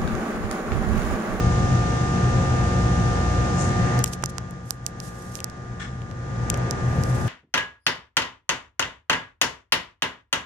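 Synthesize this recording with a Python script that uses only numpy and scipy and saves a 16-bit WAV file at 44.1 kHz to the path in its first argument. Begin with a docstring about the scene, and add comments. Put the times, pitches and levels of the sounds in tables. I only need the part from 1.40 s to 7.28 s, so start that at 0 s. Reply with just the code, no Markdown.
"""A low rumble, rushing air and a whining hum inside a slowly rolling electric commuter train.
The wheels shake the car body, the ventilation blows through its ducts, and the traction transformer
sounds multiples of the 60 Hz supply. Fingers shift on a camera: its case ticks and pops, skin slides
past the microphone ports, and the cabin sound sinks for about two seconds."""
import sys
import numpy as np
from scipy.fft import rfft, irfft, next_fast_len
from scipy.io import wavfile
from scipy.ndimage import uniform_filter1d, map_coordinates

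SR = 44100
rng = np.random.default_rng(int(sys.argv[2]) if len(sys.argv) > 2 else 0)


def output_pcm(signal):
    """Save a mono or channel-first signal as 16-bit PCM at the path in sys.argv[1].

    Samples are clipped to [-1, 1] before scaling.
    """
    pcm = np.clip(np.atleast_2d(signal).T, -1, 1) * 32767
    wavfile.write(sys.argv[1], SR, np.round(pcm).astype(np.int16))


N = 259292

PORT_HZ, PORT_WIDTH_HZ = 6320, 1300  # note of the port farther from the finger


def rumble():
    """Rolling wheels shake the low resonances of the car body."""
    # centre_hz, half_width_hz, level_db
    deep_modes = [(28, 6, -14), (49, 2.7, 0.5), (64.2, 3.8, 5.5), (86.4, 7.1, 6)]
    boom_modes = [(114, 9.4, -3.5), (126.5, 9.2, 2.5), (169.6, 10.4, -6.5), (224, 14, -12)]
    # time_s, deep_db, boom_db
    swell = [(0, 5, 2.5), (.3, 2, 4), (.54, -3.5, -0.5), (1.05, 1.5, 2), (1.3, 4, 0.5), (1.62, 0.5, 3.5),
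             (1.85, 2, -5), (2.4, -4.5, 2), (3.1, 3, 0), (3.7, -4.5, -3), (4.1, -1, -5.5), (4.6, 4.5, 4.5),
             (5.3, 2, -4.5), (5.6, 9.5, 0.5), (5.88, 1, -1.5)]
    deep_swell_db, boom_swell_db = curves(swell)
    deep = amp(through_grip(-28, -44.5, -37.5) + deep_swell_db) * body_noise(deep_modes)
    boom = amp(through_grip(-24.5, -37.5, -23.5) + boom_swell_db) * body_noise(boom_modes)
    return deep + boom


def body_noise(modes, low_cut_hz=22):
    """Noise in low resonances, levelled because the wheels roll steadily."""
    boom = cabin_noise(lambda hz: modal_gain(hz, modes) * hz ** 6 / (hz ** 6 + low_cut_hz ** 6))
    power = uniform_filter1d(np.mean(boom ** 2, axis=0), size=7000)
    return boom / np.sqrt(np.abs(power))


def ventilation():
    """Air rushes through ducts, sounds the cabin's standing waves and hisses at the grilles."""
    # freq_hz, level_db
    air_spectrum = [(100, -4), (200, 2.5), (300, 0), (480, -4), (640, -5), (830, -7), (1000, -9.5),
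                    (1250, -12), (1700, -11.5), (2100, -16.5), (3000, -25), (4500, -40), (8000, -79)]
    hiss_spectrum = [(1200, -25), (2200, 1.5), (3300, 2), (4500, 1.5), (5600, 4), (6600, 5), (8000, -4),
                     (10000, -11), (11500, -32.5), (15000, -61)]
    # centre_hz, half_width_hz, lift_db
    cabin_modes = [(406, 9.5, 0.5), (465.6, 6, 7), (531.4, 3.9, 13), (693, 7.2, 5), (1770, 130, -1)]
    lift_db = lambda hz: sum(db * resonance(hz, centre, width) for centre, width, db in cabin_modes)
    air_db = through_grip(-29, -43.5, -31.5) + 0.5 * wobble(9)
    air = cabin_noise(lambda hz: amp(along(air_spectrum, hz) + lift_db(hz)))
    hiss_db = through_grip(-40.5, -57, -48) + 0.14 * wobble(1.4)
    hiss = cabin_noise(lambda hz: amp(along(hiss_spectrum, hz)))
    return amp(air_db) * air + amp(hiss_db) * hiss


def transformer(supply_hz=60.09):
    """Supply harmonics stand as waves in the cabin; their balance shifts as the grip moves the camera."""
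    # harmonic, level_db, moved_level_db
    drone = [(1, -31, -34.5), (2, -31.5, -30), (3, -32.5, -31.5)]
    # harmonic, level_db, moved_level_db, left_minus_right_db, left_lead_rad
    whine = [(4, -42, -43, -1, 0.5), (5, -41, -46, 13, -1.6), (6, -39.5, -40.5, -4.5, 0),
             (8, -41.5, -43.5, -2, 0), (12, -35.5, -43, -24.5, -3), (13, -40, -41.5, -4.5, 1.5),
             (14, -48.5, -49, -5.5, 0), (18, -54.5, -48, -4, 1), (20, -33, -34, -2.5, 1),
             (24, -40, -38.5, -5.5, -2.5), (25, -63, -49.5, -5, -1), (27, -51.5, -48.5, -21, 0.8),
             (28, -50, -42.5, 12, 1.5), (30, -42.5, -44, 0.5, 1.61), (31, -61, -54, 4, -3.5),
             (32, -63, -47.5, 22, 2), (34, -58.5, -61, 10, -0.5), (36, -56.5, -62, -8, -1),
             (38, -68, -68, 0, 1.5), (42, -58, -65, 5, -2), (44, -61, -63, 0, -1.5),
             (46, -58.5, -71, 8.5, 2), (47, -58, -67, -2, 0.5), (56, -62.5, -58.5, -2, 1.5),
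             (60, -53, -65, 0, 2.5)]
    out = np.zeros((2, N))
    moved = gripped()
    supply_rad = 2 * np.pi * supply_hz * clock() + 0.0093 * wobble(1.4)
    for harmonic, db, moved_db in drone:  # long waves: in phase at both ports
        phase = harmonic * supply_rad + rng.uniform(0, 2 * np.pi) + 0.26 * wobble(4.13)
        level_db = db + moved * (moved_db - db) + 1.96 * wobble(4.104)
        out += pan(lean_db=1.7) * amp(level_db) * np.sin(phase)
    for harmonic, db, moved_db, lean_db, lead_rad in whine:
        sway_db = 0.29 * np.array([wobble(4.92), wobble(4.66)])  # car sway shifts the standing waves
        phase = harmonic * supply_rad + rng.uniform(0, 2 * np.pi) + 0.32 * wobble(7)
        port_rad = np.array([[lead_rad], [-lead_rad]]) / 2
        level_db = db + moved * (moved_db - db) + sway_db
        out += pan(lean_db) * amp(level_db) * np.sin(phase + port_rad)
    return np.sqrt(2) * out * amp(through_grip(-0.5, -14.5, -5.5))


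def case_ticks(ring_low_hz=3700, top_hz=14260, spot_db=1.34, spot_hz=900,
               port_db=-4.5, leak_db=-8.5, far_delay_s=.00035):
    """The case snaps under the fingers; the far port answers later on its own note."""
    # start_s, level_db, ring_hz, tap_re_ring_db, crack_re_ring_db, left_minus_right_db
    ticks = [(2.5917, 3, 5770, -17, -5, -13), (2.6401, 9, 6300, -18, -2, 1), (2.6418, 11, 7500, -17, -6, 6),
             (2.6427, 17.5, 6900, -6.5, -8, 11), (2.6604, -1.5, 6700, 1.5, -16, -10),
             (2.6774, -3.5, 5630, -15, -4, -22), (2.7346, 1, 5720, -2, -20, -4),
             (2.7375, -3, 7500, -11, -15, 6), (2.826, -10, 6180, 3, -14, 4),
             (2.8396, 10, 6700, -8, -17, -9), (2.8596, 8, 6470, -17, -12, -24),
             (2.9827, 5.5, 5800, -0.5, -15, -9), (3.1096, -14, 7140, -21, -2, 13),
             (3.3075, 12.5, 5417, -16, -2, -11), (3.4647, 13, 6450, -19, -10, -22),
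             (3.4665, -0.5, 6940, -2.5, -8, 0), (3.6021, 2.5, 5070, -12, -14, -9),
             (3.9545, 5, 5900, -10, -9.6, -13), (3.9908, -12, 4140, 7, -26, -15),
             (4.004, -1.3, 6400, 0.5, -15, 3), (4.0434, 11, 5900, -25, -5.5, -16),
             (4.0994, -8, 5300, -13, -26, -14), (4.6192, -16.5, 3730, 7, -20, -17),
             (4.7131, -12, 3960, 2, -25, -6), (5.1005, 10.5, 7300, -11, -6, 3),
             (5.1013, 14, 7050, -4.5, -14, 14), (5.1427, 0, 6240, 4, -17, -0.5),
             (5.1751, -13, 5950, -6, 2, 0.5), (5.3099, 12, 5850, -17, -16, -19),
             (5.6371, 3, 6000, -10, -10, -12)]
    # freq_hz, level_db
    crack_spectrum = [(4000, -33), (7500, -18), (9300, 0), (11500, -4.5), (13800, -3)]
    out = np.zeros((2, N + SR))
    hz = np.fft.rfftfreq(1024, 1 / SR)
    lowpass = 1 / (1 + (hz / top_hz) ** 60)
    for start_s, db, ring_hz, tap_db, crack_db, lean_db in ticks:
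        ring = resonance(hz, ring_hz, width_hz=2100) / (1 + (ring_low_hz / (hz + 1)) ** 10)
        tap = amp(tap_db) * resonance(hz, centre_hz=2850, width_hz=1300) ** 2
        crack = amp(crack_db + along(crack_spectrum, hz))
        # each touch lands on another spot, with its own spectral ripple
        ripple_db = spot_db * map_coordinates(rng.standard_normal(40), [hz / spot_hz], mode="nearest")
        near = np.sqrt(ring ** 2 + tap ** 2 + crack ** 2) * amp(ripple_db)
        port_note = amp(port_db) * resonance(hz, PORT_HZ, PORT_WIDTH_HZ)
        far = amp(-abs(lean_db)) * (port_note + amp(leak_db) * near)
        near_port = int(lean_db < 0)
        for port, gain, delay_s in (near_port, near, 0), (1 - near_port, far, far_delay_s):
            snap = amp(db) * struck(gain * lowpass)
            start = round((start_s + delay_s) * SR)
            out[port, start:start + len(snap)] += snap
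    return out[:, :N]


def fingertip_pops(rise_s=0.00011):
    """A fingertip leaves a port; the hollow case answers with a thud and a knock."""
    # start_s, thud_db, knock_db, left_minus_right_db
    pops = [(2.6425, -32, -13.5, -1), (2.8372, -17, -3.5, -19), (2.983, -44, -12.5, -21),
            (3.3073, -45, -15.5, -21), (4.0438, -45, -19, -13), (5.1008, -35, -24, -25)]
    # pitch_hz, t60_s
    hollow_modes = [(430, 0.0026), (1180, 0.0031)]
    out = np.zeros((2, N))
    for start_s, *notes_db, lean_db in pops:
        age_s = np.maximum(clock() - start_s, 0)
        onset = pan(lean_db) * (1 - np.exp(-age_s / rise_s))
        for (hz, t60_s), db in zip(hollow_modes, notes_db):
            decay_db = np.minimum(60 * age_s / t60_s, 200)
            out += onset * amp(db - decay_db) * np.sin(2 * np.pi * hz * age_s)
    return out


def skin_slides(drag_db=1.8, whistle_db=-6):
    """Skin drags over the case in grainy swishes; the far port whistles on its own note."""
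    # middle_s, sigma_s, level_db, left_minus_right_db
    slides = [(2.674, 0.017, -44, -15), (2.736, 0.011, -39, -11), (2.898, 0.0053, -44.5, -3),
              (3.305, 0.035, -53, -22), (3.477, 0.018, -52.5, 1), (3.66, 0.026, -45.5, -27),
              (3.834, 0.12, -52.5, -27), (3.96, 0.016, -44, -15), (5.766, 0.17, -48, -10)]
    # freq_hz, level_db
    skin_spectrum = [(1500, -13), (4000, -3), (6000, 2), (9000, 1.5), (12300, -5.5), (13600, -9),
                     (14600, -40)]
    grain = amp(drag_db * wobble(90)) * grit(rate_hz=4500, spread_db=2)
    swish = unit(filtered(grain, lambda hz: amp(along(skin_spectrum, hz))))
    whistle = amp(whistle_db) * unit(filtered(grain, lambda hz: resonance(hz, PORT_HZ, PORT_WIDTH_HZ)))
    out = np.zeros((2, N))
    for middle_s, sigma_s, db, lean_db in slides:
        far_side = np.array([[lean_db < 0], [lean_db >= 0]])
        out += amp(db) * bump(middle_s, sigma_s) * (pan(lean_db) * swish + far_side * whistle)
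    return out


def scuff(start_s=4.395, attack_s=.004, fade_s=0.061, level_db=-34, top_hz=9500):
    """Something scrapes briefly in the car: a run of catches rings its resonances."""
    # centre_hz, half_width_hz, level_db
    modes = [(1170, 110, -6), (1450, 70, -1.5), (1720, 130, 0), (2120, 220, -6), (2800, 180, -14),
             (3370, 230, -8), (3900, 350, -17), (5370, 530, -17), (6800, 1800, -20.5)]
    age_s = np.maximum(clock() - start_s, 0)
    stroke = amp(level_db) * (1 - np.exp(-age_s / attack_s)) / (1 + (age_s / fade_s) ** 3)
    catches = grit(rate_hz=5000, spread_db=2.5)
    rasp = unit(filtered(catches, lambda hz: modal_gain(hz, modes) / (1 + (hz / top_hz) ** 16)))
    return pan(lean_db=6) * stroke * rasp


def spurt(level_db=-35):
    """A short, narrow, grainy hiss on the left."""
    # freq_hz, level_db
    spectrum = [(3500, -27), (5600, -9), (6500, -3), (6950, -3), (7500, -7), (10000, -19), (12000, -50),
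                (14000, -92)]
    grain = amp(1.4 * wobble(130)) * grit(rate_hz=3300, spread_db=5)
    hiss = unit(filtered(grain, lambda hz: amp(along(spectrum, hz))))
    return pan(lean_db=26) * amp(level_db) * bump(middle_s=2.232, sigma_s=0.046) * hiss


def singing_air(level_db=-40):
    """A faint hollow band swells in the rush just before the cabin sound sinks."""
    swell = bump(middle_s=2.52, sigma_s=0.24) * (1 - gripped())
    return amp(level_db) * swell * cabin_noise(lambda hz: resonance(hz, centre_hz=1820, width_hz=170))


def gripped(start_s=2.604, halfway_s=0.044):
    """Closure of the hand on the camera, 0 to 1: fast, then ever slower."""
    age_s = np.maximum(clock() - start_s, 0)
    return age_s / (age_s + halfway_s)


def through_grip(before_db, during_db, after_db, release_s=4.757, recover_s=0.37, squeeze_db=-4.5):
    """Layer level in dB: sinks as the hand closes, dips at a squeeze, rises as it opens."""
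    released = np.clip((clock() - release_s) / recover_s, 0, 1)
    dip_db = squeeze_db * bump(middle_s=3.32, sigma_s=0.12)
    return before_db + (during_db - before_db) * gripped() + (after_db - during_db) * released + dip_db


def cabin_noise(colour, alike_below_hz=480):
    """Diffuse noise, rms 1: alike at both ports in the bass, unrelated in the treble."""
    # freq_hz, left_minus_right_db
    lean = [(100, 1), (380, 3), (800, 2), (2300, 1.5), (4400, 6), (8000, 11), (12000, -34)]
    alike = lambda hz: .99 / (1 + (hz / alike_below_hz) ** 2.8)
    white = rng.standard_normal((2, N))
    mid, side = filtered(white, lambda hz: colour(hz) * np.sqrt([1 + alike(hz), 1 - alike(hz)]))
    return unit(filtered(np.array([mid + side, mid - side]), lambda hz: pan(along(lean, hz))))


def grit(rate_hz, spread_db):
    """Tiny catches of uneven size at random times; stereo, rms 1."""
    catches = rng.random((2, N)) < rate_hz / SR
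    return unit(catches * rng.choice([-1, 1], (2, N)) * amp(spread_db * rng.standard_normal((2, N))))


def struck(gain):
    """Minimum-phase ring of a body with this spectrum after one sharp blow."""
    cepstrum = irfft(np.log(np.maximum(gain, 1e-4)))
    half = cepstrum.shape[-1] // 2
    cepstrum[..., 1:half] *= 2
    cepstrum[..., half + 1:] = 0
    return irfft(np.exp(rfft(cepstrum)))


def resonance(hz, centre_hz, width_hz):
    """Gain 1 at the centre, 1/2 at width_hz to either side."""
    return 1 / (1 + ((hz - centre_hz) / width_hz) ** 2)


def modal_gain(hz, modes):
    """Gain of resonances summed in power."""
    return np.sqrt(sum((amp(db) * resonance(hz, centre, width)) ** 2 for centre, width, db in modes))


def filtered(x, response):
    """Filter x by the gain response(hz)."""
    size = next_fast_len(N + 8192)
    return irfft(rfft(x, size) * response(np.fft.rfftfreq(size, 1 / SR)), size)[..., :N]


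def pan(lean_db):
    """Constant-power stereo gains; positive leans left."""
    gains = amp(np.array([lean_db, -lean_db]).reshape(2, -1) / 2)
    return gains / np.sqrt(np.mean(gains ** 2, axis=0))


def wobble(rate_hz):
    """Smooth random curve, rate_hz knots a second."""
    knots = rng.standard_normal(int(N * rate_hz / SR) + 4)
    return map_coordinates(knots, [clock() * rate_hz], mode="nearest")


def bump(middle_s, sigma_s):
    """Gaussian swell of height 1."""
    return np.exp(-((clock() - middle_s) / sigma_s) ** 2 / 2)


def along(points, hz):
    """Interpolate (freq_hz, value) points on a log axis."""
    freqs_hz, values = np.transpose(points)
    return np.interp(np.log(hz + 1), np.log(freqs_hz + 1), values)


def curves(rows):
    """Per-sample curve for each column after time_s."""
    time_s, *columns = np.transpose(rows)
    return [np.interp(clock(), time_s, column) for column in columns]


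def clock():
    """Sample times in s."""
    return np.arange(N) / SR


def amp(db):
    """Decibels to gain."""
    return 10 ** (np.asarray(db) / 20)


def unit(x):
    """Scale to rms 1."""
    return x / np.sqrt(np.mean(x ** 2) + 1e-20)


def scene():
    """The cabin, with handling sounds on top."""
    cabin = rumble() + ventilation() + transformer() + singing_air() + spurt() + scuff()
    return cabin + case_ticks() + fingertip_pops() + skin_slides()


def record(dry):
    """The camera rounds off the sharpest peaks and limits the band."""
    ceiling, top_hz, taper_hz = .85, 16000, 800
    rounded = dry / (1 + np.abs(dry / ceiling) ** 8) ** (1 / 8)
    return filtered(rounded, lambda hz: np.clip((top_hz - hz) / taper_hz, 0, 1))


dry = scene()
out = record(dry)
output_pcm(out)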